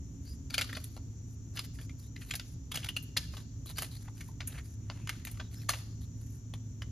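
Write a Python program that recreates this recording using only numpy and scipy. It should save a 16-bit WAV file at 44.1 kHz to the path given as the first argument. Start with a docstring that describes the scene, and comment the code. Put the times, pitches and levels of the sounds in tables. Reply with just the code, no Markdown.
"""A low distant rumble with an engine-like hum and a steady hiss of insects open the scene in a forest clearing.
A few metres from the microphone pair, a folding aluminium camp table frame is pulled open.
Its tubes slide in their joints as broken friction noise, and some joints squeak in a narrow resonance.
Tubes clack together as bursts of tiny contacts through resonances, then buzz and ring briefly.
The ground and a parked truck send early echoes, and the trees return a faint tail of scattered taps."""
import sys
import numpy as np
from scipy import signal
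from scipy.fft import rfft, irfft
from scipy.io import wavfile
from scipy.ndimage import uniform_filter1d

SR = 44100
rng = np.random.default_rng(int(sys.argv[2]) if len(sys.argv) > 2 else 0)


def to_wav(sig):
    """Store sig (one row per channel, or 1-D mono) as 16-bit WAV at the path in sys.argv[1].

    Samples outside -1..1 are clipped; the rate is SR.
    """
    pcm = np.clip(np.atleast_2d(sig), -1, 1) * 32767
    pcm = np.round(pcm).astype(np.int16)
    wavfile.write(sys.argv[1], SR, pcm.T)  # frames by channels


N = 304731

# Tubes sliding in their joints. Each row: start in seconds, length in seconds, scrape level in dB,
# pitch of the rub in Hz.
STROKES = [(0.23, 0.15, -69, 4550), (0.514, 0.12, -52, 3940), (0.64, 0.22, -61.5, 4270),
           (0.813, 0.18, -70.5, 4460), (1.262, 0.11, -85.5, 5300), (1.53, 0.15, -56, 4400),
           (1.721, .16, -68.5, 4730), (1.972, .11, -69, 4750), (2.168, 0.24, -63.5, 4370),
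           (2.426, 0.13, -75.5, 5230), (3.3, 0.14, -61, 4000), (3.652, 0.081, -53.5, 4080),
           (3.748, 0.13, -48.5, 4380), (3.908, 0.039, -56.5, 4000), (3.943, 0.04, -58, 4050),
           (3.965, 0.097, -67, 4180), (4.037, 0.068, -62, 1310), (4.126, 0.21, -66, 4540),
           (4.465, 0.16, -52.5, 1800), (4.624, 0.14, -70.5, 4730), (4.762, 0.74, -63.5, 2390),
           (5.497, 0.19, -61.5, 4120), (6.001, 0.057, -65.5, 3930), (6.137, 0.29, -75, 4750)]


def gain_of(db):
    """Decibels to gain."""
    return 10 ** (np.asarray(db) / 20)


def evened(x):
    """Scales to rms 1."""
    return x / np.sqrt(np.mean(x ** 2) + 1e-20)


def read(points, hz):
    """Reads a table on a log-frequency axis."""
    f, value = np.transpose(points)
    return np.interp(np.log(hz + 1), np.log(f + 1), value)


def add(mix, s, sound):
    """Adds a sound into the mix at time s."""
    part = mix[max(round(s * SR), 0):][:len(sound)]
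    part += sound[:len(part)]


def coloured(x, points):
    """Filters x by the gains of a table and scales it to rms 1."""
    gain = gain_of(read(points, np.fft.rfftfreq(N, 1 / SR)))
    return evened(irfft(rfft(x) * gain, N))


def drift(per_s):
    """A random wander of rms 1, with little left above per_s in Hz."""
    f = np.fft.rfftfreq(N, 1 / SR)
    return evened(irfft(rfft(rng.standard_normal(N)) * np.exp(-(f / per_s) ** 2), N))


def spread(mid, side):
    """Left and right from a shared part and an opposed part."""
    return np.array([mid + side, mid - side])


def pair(apart):
    """Two channels of noise: a shared part and an opposed part."""
    mid, side = rng.standard_normal((2, N))
    return spread(mid, apart * side)


def background(rumble_db=-45, leaves_db=-70, insects_db=-64, waver=1.0):
    """Far rumble and leaves as filtered noise, a hum of wavering sines, and a fluttering chorus of insects."""
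    # Each row: frequency in Hz, relative level in dB; one table for each bed of noise.
    rumble_colour = [(20, -42), (32, -12), (45, 0), (70, 4.5), (130, 0.5), (165, -4.5), (200, -12),
                     (255, -6), (310, -17), (400, -22), (550, -37), (1000, -51)]
    leaves_colour = [(600, 3.5), (1200, -2), (2200, -6.5), (4500, -7.5), (9000, -45), (13000, -29),
                     (15500, -41)]
    insects_colour = [(4000, -29), (5100, -13), (5500, 2), (6000, 7), (6400, 3), (6900, 8), (7500, 1),
                      (8100, -39), (8700, -35), (11000, -38)]
    # The distant hum. Each row: frequency in Hz, mean level in dB at the start, mean level in dB at the end.
    hum_tones = [(107.8, -53.5, -44.5), (273.4, -61, -74)]
    t = np.arange(N) / SR
    hum = np.zeros(N)
    for f, first_db, last_db in hum_tones:
        level_db = first_db + (last_db - first_db) * t / t[-1] + 2 * drift(0.85)
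        phase = 2 * np.pi * f * t + waver * drift(1.9)
        hum += gain_of(level_db) * np.sqrt(2) * np.sin(phase)
    rumble = gain_of(rumble_db + drift(10)) * coloured(pair(0.15), rumble_colour)
    leaves = gain_of(leaves_db) * coloured(pair(1.0), leaves_colour)
    insects = gain_of(insects_db + 0.91 * drift(23)) * coloured(pair(0.76), insects_colour)
    insects *= gain_of([[.6], [-.6]])  # a little stronger on the left
    return hum + rumble + leaves + insects


def patchy(x):
    """As the contact point travels, single resonances of the tube come and go."""
    patch_db = 3.3
    z = signal.stft(x, nperseg=512)[2]
    field = uniform_filter1d(rng.standard_normal(z.shape), size=8, axis=0)  # over frequency
    field = uniform_filter1d(field, size=7, axis=1)  # over time
    return signal.istft(z * gain_of(patch_db * evened(field)), nperseg=512)[1][:N]


def rub_wander():
    """As the contact travels its resonance wanders: a factor on its frequency."""
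    depth_octaves, per_s = .04, 18
    return 2 ** (depth_octaves * drift(per_s))


def resonate(x, hz, width_hz):
    """Two equal resonances in a row that follow the curve hz."""
    turn, r = np.exp(2j * np.pi * np.cumsum(hz) / SR), np.exp(-np.pi * width_hz / SR)
    for _ in range(2):
        x = 2 * (turn * signal.lfilter([1 - r], [1, -r], x / turn)).real
    return x


def sliding(catch_db=4, rub_db=8):
    """Each stroke is friction broken into small catches; part of it sings in a broad resonance of the tube."""
    # Colours of the rough scrape and the fine fizz. Each row: frequency in Hz, relative level in dB.
    scrape_colour = [(300, -4), (800, -3.5), (1800, 1.5), (4500, -5), (6500, -13), (9000, -2), (13000, -43)]
    fizz_colour = [(4000, -14), (8000, 2), (9500, 3), (12000, 2.5), (13600, -6), (14600, -3), (16000, -35)]
    pressure_db, rub_width_hz = 2.3, 1300
    # fizz of a moderate stroke; it grows more slowly than the scrape, and with a higher rub
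    moderate_fizz_db, moderate_db, moderate_hz = -58, -62.5, 5070
    fizz_growth, fizz_db_per_octave = .65, 15
    # a quick slip squeaks, a long stroke scrapes broadly: singing lost per doubling of the slip's length
    slip_s, sing_loss_db = .045, 4.5

    catches = evened(gain_of(catch_db * drift(160) + pressure_db * drift(25)))
    rough, fine, slips = (patchy(noise) for noise in rng.standard_normal((3, N)) * catches)
    wander = rub_wander()
    rough, fine = coloured(rough, scrape_colour), coloured(fine, fizz_colour)
    out = np.zeros(N)
    for s, length, db, hz in STROKES:
        part = slice(round(s * SR), round((s + max(length, .02)) * SR))
        rub = resonate(slips[part], hz * wander[part], rub_width_hz)
        sing_db = rub_db - sing_loss_db * np.log2(max(length, slip_s) / slip_s)
        scrape = evened(evened(rough[part]) + gain_of(sing_db) * evened(rub))
        fizz_db = moderate_fizz_db + fizz_growth * (db - moderate_db)
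        fizz_db += fizz_db_per_octave * np.log2(hz / moderate_hz)
        stroke = gain_of(db) * scrape + gain_of(fizz_db) * evened(fine[part])
        add(out, s, stroke * signal.windows.tukey(len(stroke), .5))
    return out


def squeaks():
    """A dry joint sticks and slips: noise sings faintly in one narrow, wandering resonance."""
    # Joints squeaking as they turn. Each row: start in seconds, length in seconds, level in dB, pitch in Hz.
    dry_joints = [(0.243, .11, -60, 4730), (2.013, 0.082, -71, 3970), (4.99, .08, -69, 2500),
                  (5.42, 0.071, -68, 3780), (5.54, .1, -61, 5320)]
    wander, out = rub_wander(), np.zeros(N)
    for s, length, db, hz in dry_joints:
        pitch = hz * wander[round(s * SR):][:round(length * SR)]
        tone = resonate(rng.standard_normal(len(pitch)), pitch, width_hz=450)
        add(out, s, gain_of(db) * evened(tone) * signal.windows.tukey(len(tone), .5))
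    return out


def ticks(count=2):
    """Light knocks at random moments of each stroke, as rows like those of the blows."""
    over_db, scatter_db = 1, 5  # relative to the scrape
    lift_db, body_db, treble_db = 12, -13.5, 15
    chance = rng.random((len(STROKES), count, 3))
    rows = []
    for (s, length, db, hz), draws in zip(STROKES, chance):
        for when, force, spot in draws:
            tick_db = db + over_db + scatter_db * (2 * force - 1)
            spot_hz = hz * 2 ** (spot - 1)  # up to an octave below the rub
            rows.append((s + when * length, tick_db, spot_hz, lift_db, body_db, treble_db))
    return rows


def hump(hz, centre_hz, width_hz):
    """The outline of one resonance, 1 at its centre."""
    return 1 / (1 + (2 * (hz - centre_hz) / width_hz) ** 2)


def lumps(count, size):
    """Random values of rms 1, smoothed over size neighbours."""
    return evened(uniform_filter1d(rng.standard_normal(count), size=size))


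def causal(db):
    """The impulse response, with no lead-in, of a gain curve in dB."""
    log_gain = np.log(gain_of(np.concatenate([db, db[-2:0:-1]])))
    return np.fft.ifft(np.exp(np.conj(signal.hilbert(log_gain)))).real


def mode(t, hz, db, t60):
    """One tone that dies away from time zero."""
    return gain_of(db - 60 * np.maximum(t, 0) / t60) * np.sin(2 * np.pi * (hz * t + rng.random()))


def knock(low_db, high_db, spot_hz, lift_db, t60, ring_db, loose_db, folded, lead=.008, spiky_db=4.0,
          ring_share=0.15, uneven_db=3.0, buzz_db=-23, buzz_t60=0.41, rattle_db=3):
    """Loose metal grazes and chatters at one spot, then the frame buzzes out and rings from time lead on."""
    # Colour of a knock. Each row: frequency in Hz, relative level in dB.
    clack_colour = [(150, -12), (400, -8.5), (650, -3.5), (900, -8), (1250, -2), (2200, -1), (3400, -1),
                    (5000, -4.5), (7500, -3.5), (10500, -1), (12500, -7.5), (15600, -10.5), (16300, -60)]
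    # Short hollow resonances of the frame. Each row: frequency in Hz, width in Hz, lift in dB.
    hollows = [(2870, 120, 3.5), (3450, 220, 3), (4460, 100, -1)]
    # Further resonances of the tubes lying bundled. Each row: frequency in Hz, width in Hz, full lift in dB.
    bundle = [(1380, 45, 10), (4600, 430, 9.7)]
    # Lingering buzz against the knock. Each row: frequency in Hz, relative level in dB.
    buzz_colour = [(1000, 1.5), (2800, -1.5), (5000, 4.5), (11000, 2.5)]
    # Ringing of the tubes. Each row: frequency in Hz, relative level in dB, 60 dB decay in seconds.
    tubes = [(1730, -30, .42), (2620, -37, .45), (2790, -32, .55), (3120, -36, .4), (3390, -33, .5),
             (4170, -30, .5), (4450, -32, .45), (4960, -31, .4), (5190, -32, .4)]
    # Thin ping of the joint pins. Each row: frequency in Hz, relative level in dB, 60 dB decay in seconds.
    pins = [(6525, -17.5, 0.1), (13480, -39, 0.13)]
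    graze_t60, beat_s = .008, .015

    t, hz = np.arange(SR // 2) / SR - lead, np.fft.rfftfreq(2048, 1 / SR)
    tilt = [(1000, low_db), (1450, 0), (5000, 0), (10000, high_db)]
    frame_db = read(clack_colour, hz) + read(tilt, hz)
    frame_db += sum(db * hump(hz, f, w) for f, w, db in hollows)
    frame_db += folded * sum(db * hump(hz, f, w) for f, w, db in bundle)
    # each blow lands elsewhere; more lift is more selective (5 dB halves the width), but the hands damp it
    width_hz = max(spot_hz * 1.43 / 2 ** (lift_db / 5), 520)
    spot_db = lift_db * hump(hz, spot_hz, width_hz)
    body = causal(frame_db + spot_db + uneven_db * lumps(len(hz), size=14))

    # many tiny contacts of uneven strength, building up over a few ms of grazing
    contacts = rng.standard_normal(len(t)) * gain_of(spiky_db * lumps(len(t), size=60))
    before, after = np.maximum(-t, 0), np.maximum(t, 0)
    graze = gain_of(-60 * before / graze_t60)
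    shape = graze * gain_of(-60 * after / max(t60, .008))
    clack = signal.fftconvolve(contacts * shape, body)[:len(t)]
    clack *= np.linalg.norm(shape) / np.linalg.norm(clack)

    # the loose joints rattle on and blur the dense upper modes into a bright buzz
    rattle = evened(rng.standard_normal(len(t)) * gain_of(rattle_db * lumps(len(t), size=90)))
    buzz = signal.fftconvolve(rattle, causal(frame_db + read(buzz_colour, hz)))[:len(t)]
    buzz *= gain_of(buzz_db + loose_db - 60 * after / buzz_t60)

    # the tubes are nearly alike, so each mode is a cluster that beats unevenly; the pins ping
    beats, ring = np.arange(-lead, t[-1], beat_s), np.zeros(len(t))
    for f, db, ring_t60 in tubes:
        beating = np.interp(t, beats, evened(rng.standard_normal(len(beats))))
        struck_db = db + ring_share * lift_db * hump(f, spot_hz, width_hz)
        ring += beating * mode(t, f, struck_db, ring_t60)
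    ping = sum(mode(t, f, db + loose_db + read(tilt, f), ping_t60) for f, db, ping_t60 in pins)
    after_sound = buzz + ping + .5 * gain_of(ring_db) * ring
    return clack + after_sound * graze / np.linalg.norm(body)


def blow(s, db, spot_hz, lift_db, body_db, treble_db):
    """One knock: the spot sets its colour, its level its decay, and the grip of the hands damps its ring."""
    # How freely the frame hangs in the hands. Each row: time in seconds, relative ring of the tubes in dB,
    # relative buzz of the loose joints in dB.
    freedom = [(.6, -9, -4), (2.88, -12, -7), (2.97, -2, -1), (3.2, 2, 0), (3.7, -1, 1), (5.3, -2, 1),
               (5.69, -5.5, 3), (6.5, -12, -3)]
    # decay of a knock by its level: each drop of doubling_db doubles the decay
    base_t60, base_db, doubling_db = 0.04, -16.5, 35.5
    open_s = 2.6  # the bundle's resonances fade until then
    t60 = base_t60 * 2 ** ((base_db - db) / doubling_db)
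    times, ring_db, loose_db = np.transpose(freedom)
    ring_now, loose_now = np.interp(s, times, ring_db), np.interp(s, times, loose_db)
    folded = max(1 - s / open_s, 0)
    return gain_of(db) * knock(body_db, treble_db, spot_hz, lift_db, t60, ring_now, loose_now, folded)


def knocks(level_db=-7, early=0.0078):
    """All blows of the frame, firm and light, each begun early (s) to allow for its graze."""
    # Tubes and joints knocking. Each row: time in seconds, relative level in dB, frequency in Hz that the
    # struck spot favours, lift of that resonance in dB, low body in dB, treble in dB.
    blows = [(0.503, -33.5, 4400, 2.5, 4, -5), (0.542, -19, 2560, 4, -8, -4),
             (.581, -15.5, 2430, 14, -3.5, -4.5), (0.589, -23, 2240, 18, -4, -6),
             (.602, -34, 1800, 2, 7, -8), (0.612, -21.5, 1980, 7, -7, -4), (0.616, -20.5, 3300, 9, 2.5, 0),
             (.643, -35.5, 4400, 9, 6.5, -2), (.691, -35, 1866, 13, 0, -16),
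             (0.728, -30.5, 2000, 9, 4.5, -6), (0.751, -32, 4600, 15, -5, -12), (.768, -29, 1420, 3, 5, -6),
             (.841, -33.5, 4740, 8.5, -18, 12.5), (0.966, -38.5, 776, -1, 19.5, -4),
             (1.572, -28.5, 2680, -3, -13, -20), (1.592, -24, 4330, 5.5, 1.5, -1.5),
             (1.788, -42, 1850, 13, 7, -20), (1.813, -44, 2600, -5, 3, -5),
             (1.895, -43.5, 2230, 13, 2, -11), (2.162, -37.5, 2100, 5, -8, -14),
             (2.218, -40, 1600, 4, -25, -12), (2.309, -22.5, 2010, 0.5, -13, -9.5),
             (2.338, -27, 2110, 7, 0.5, -5), (2.354, -25.5, 4360, 11, -3, 9.5),
             (2.397, -30.5, 2100, 0.5, -7, -11), (2.717, -27, 3360, 11.5, 2, -0.5),
             (2.742, -28, 2520, 3, 2.5, -3), (2.756, -24, 3120, -14.5, -2.5, -4.5),
             (2.773, -26, 3370, 13, 3, -3), (2.829, -35.5, 3060, 9, -5, -12),
             (2.844, -28.5, 3360, 9, -1.5, -2), (2.861, -34.5, 3000, 2, 0, -7),
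             (2.889, -22.5, 3100, 14, -5, -4.5), (2.966, -19.5, 2780, 15, -2, -3.5),
             (3.027, -39.5, 4100, 10, -12, 24), (3.167, -24.5, 1860, 12.5, 8.5, -14),
             (3.17, -14.5, 4500, 12, -22, -2.5), (3.337, -41, 900, 5, 5, -19),
             (3.369, -36, 2040, -3, 7, -8), (3.658, -40.5, 2650, -6, 12, 5.5),
             (3.699, -36.5, 1860, 2, 7.5, 5.5), (3.784, -22.5, 1950, 3.5, 3, 3.5),
             (3.822, -24, 1800, 2, 6, 4.5), (4.082, -43.5, 1010, 17, 12, -34),
             (4.208, -36, 1900, 9.5, 0, 0), (4.288, -46.5, 1010, 23, 31, -20),
             (4.406, -29.5, 2620, 2.5, 4.5, -20), (4.475, -25.5, 10600, 0, -10, 19),
             (4.9, -30.5, 1330, 11.5, 8.5, -29), (5.074, -32.5, 2010, 9, -6, -9),
             (5.093, -22, 1940, 10.5, -1, -6.5), (5.251, -31.5, 3400, -2, -3, 6.5),
             (5.27, -32.5, 1920, 9, 5.5, 0), (5.313, -38, 4450, 15, -12, 19),
             (5.4, -30.5, 1680, 10, 5, -24), (5.691, -14.5, 1580, 6, 3, -2),
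             (5.701, -21, 684, 16.5, -7, -2), (5.735, -27.5, 2530, 10, 6.5, -14),
             (6.538, -36, 3240, 11, 8.5, -5), (6.819, -33, 2020, 2, 5, -13)]
    out = np.zeros(N)
    for row in blows + ticks():
        add(out, row[0] - early, gain_of(level_db) * blow(*row))
    return out


def near_echoes(x, echo_db=-15, t60=0.028):
    """The ground and the parked truck send early echoes of the upper middle range from the side."""
    t = np.arange(SR // 20) / SR
    taps = rng.standard_normal(len(t)) * (rng.random(len(t)) < .05) * gain_of(-60 * t / t60)
    band = signal.butter(3, [2400, 6800], "band", fs=SR)
    taps = signal.lfilter(*band, taps / np.linalg.norm(taps))
    side = gain_of(echo_db) * signal.fftconvolve(x, taps)[:N]
    return spread(0, side)


def forest(x, wet_db=-18, apart=0.96):
    """Trunks and leaves scatter a thin tail, partly different at each port."""
    # Decay of the tail. 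Each row: frequency in Hz, 60 dB decay in seconds.
    tail_t60 = [(600, 0.6), (2500, 0.48), (5000, 1), (10000, 0.1), (15000, 0.67)]
    taps = rng.standard_normal((2, SR)) * (rng.random((2, SR)) < 2500 / SR)  # 2500 taps a second
    taps *= np.minimum(np.arange(SR) / SR / 0.0067, 1)
    hz, t, z = signal.stft(taps, SR, nperseg=256)
    decay = gain_of(-60 * t / read(tail_t60, hz)[:, None])
    mid, side = signal.istft(z * decay, SR, nperseg=256)[1]
    side = signal.lfilter(*signal.butter(4, 6500, fs=SR), side)
    tail = spread(mid, apart * side)
    tail /= np.linalg.norm(tail[0])
    return gain_of(wet_db) * signal.fftconvolve(x[None], tail, axes=1)[:, :N]


def scene():
    """The frame in its clearing."""
    frame = knocks() + sliding() + squeaks()
    return frame + near_echoes(frame) + forest(frame) + background()


def record(dry):
    """Two microphone ports hear each frequency with their own phase and level; then the band limit."""
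    # Each row: frequency in Hz, phase in radians by which the left port leads.
    port_phase = [(0, 0), (2100, 0), (2900, .5), (4600, .3), (5700, -.85), (6900, -1.2), (8000, -2.8),
                  (10000, -4.9), (12600, -6.7), (15200, -9.4)]
    # Each row: frequency in Hz, left minus right in dB.
    port_balance = [(100, -0.06), (300, -1.9), (1200, 0.093), (3000, 1.7), (6500, 2), (9000, -0.73)]
    hz = np.fft.rfftfreq(N, 1 / SR)
    half_lead, half_balance = read(port_phase, hz) / 2, read(port_balance, hz) / 2
    left = gain_of(half_balance) * np.exp(1j * half_lead)
    right = gain_of(-half_balance) * np.exp(-1j * half_lead)
    heard = irfft(rfft(dry) * np.array([left, right]), N)
    edge = signal.firwin(511, 16200, window=("kaiser", 9), fs=SR)  # low-pass at 16.2 kHz
    return signal.oaconvolve(heard, edge[None], "same")


dry = scene()
out = record(dry)
to_wav(out)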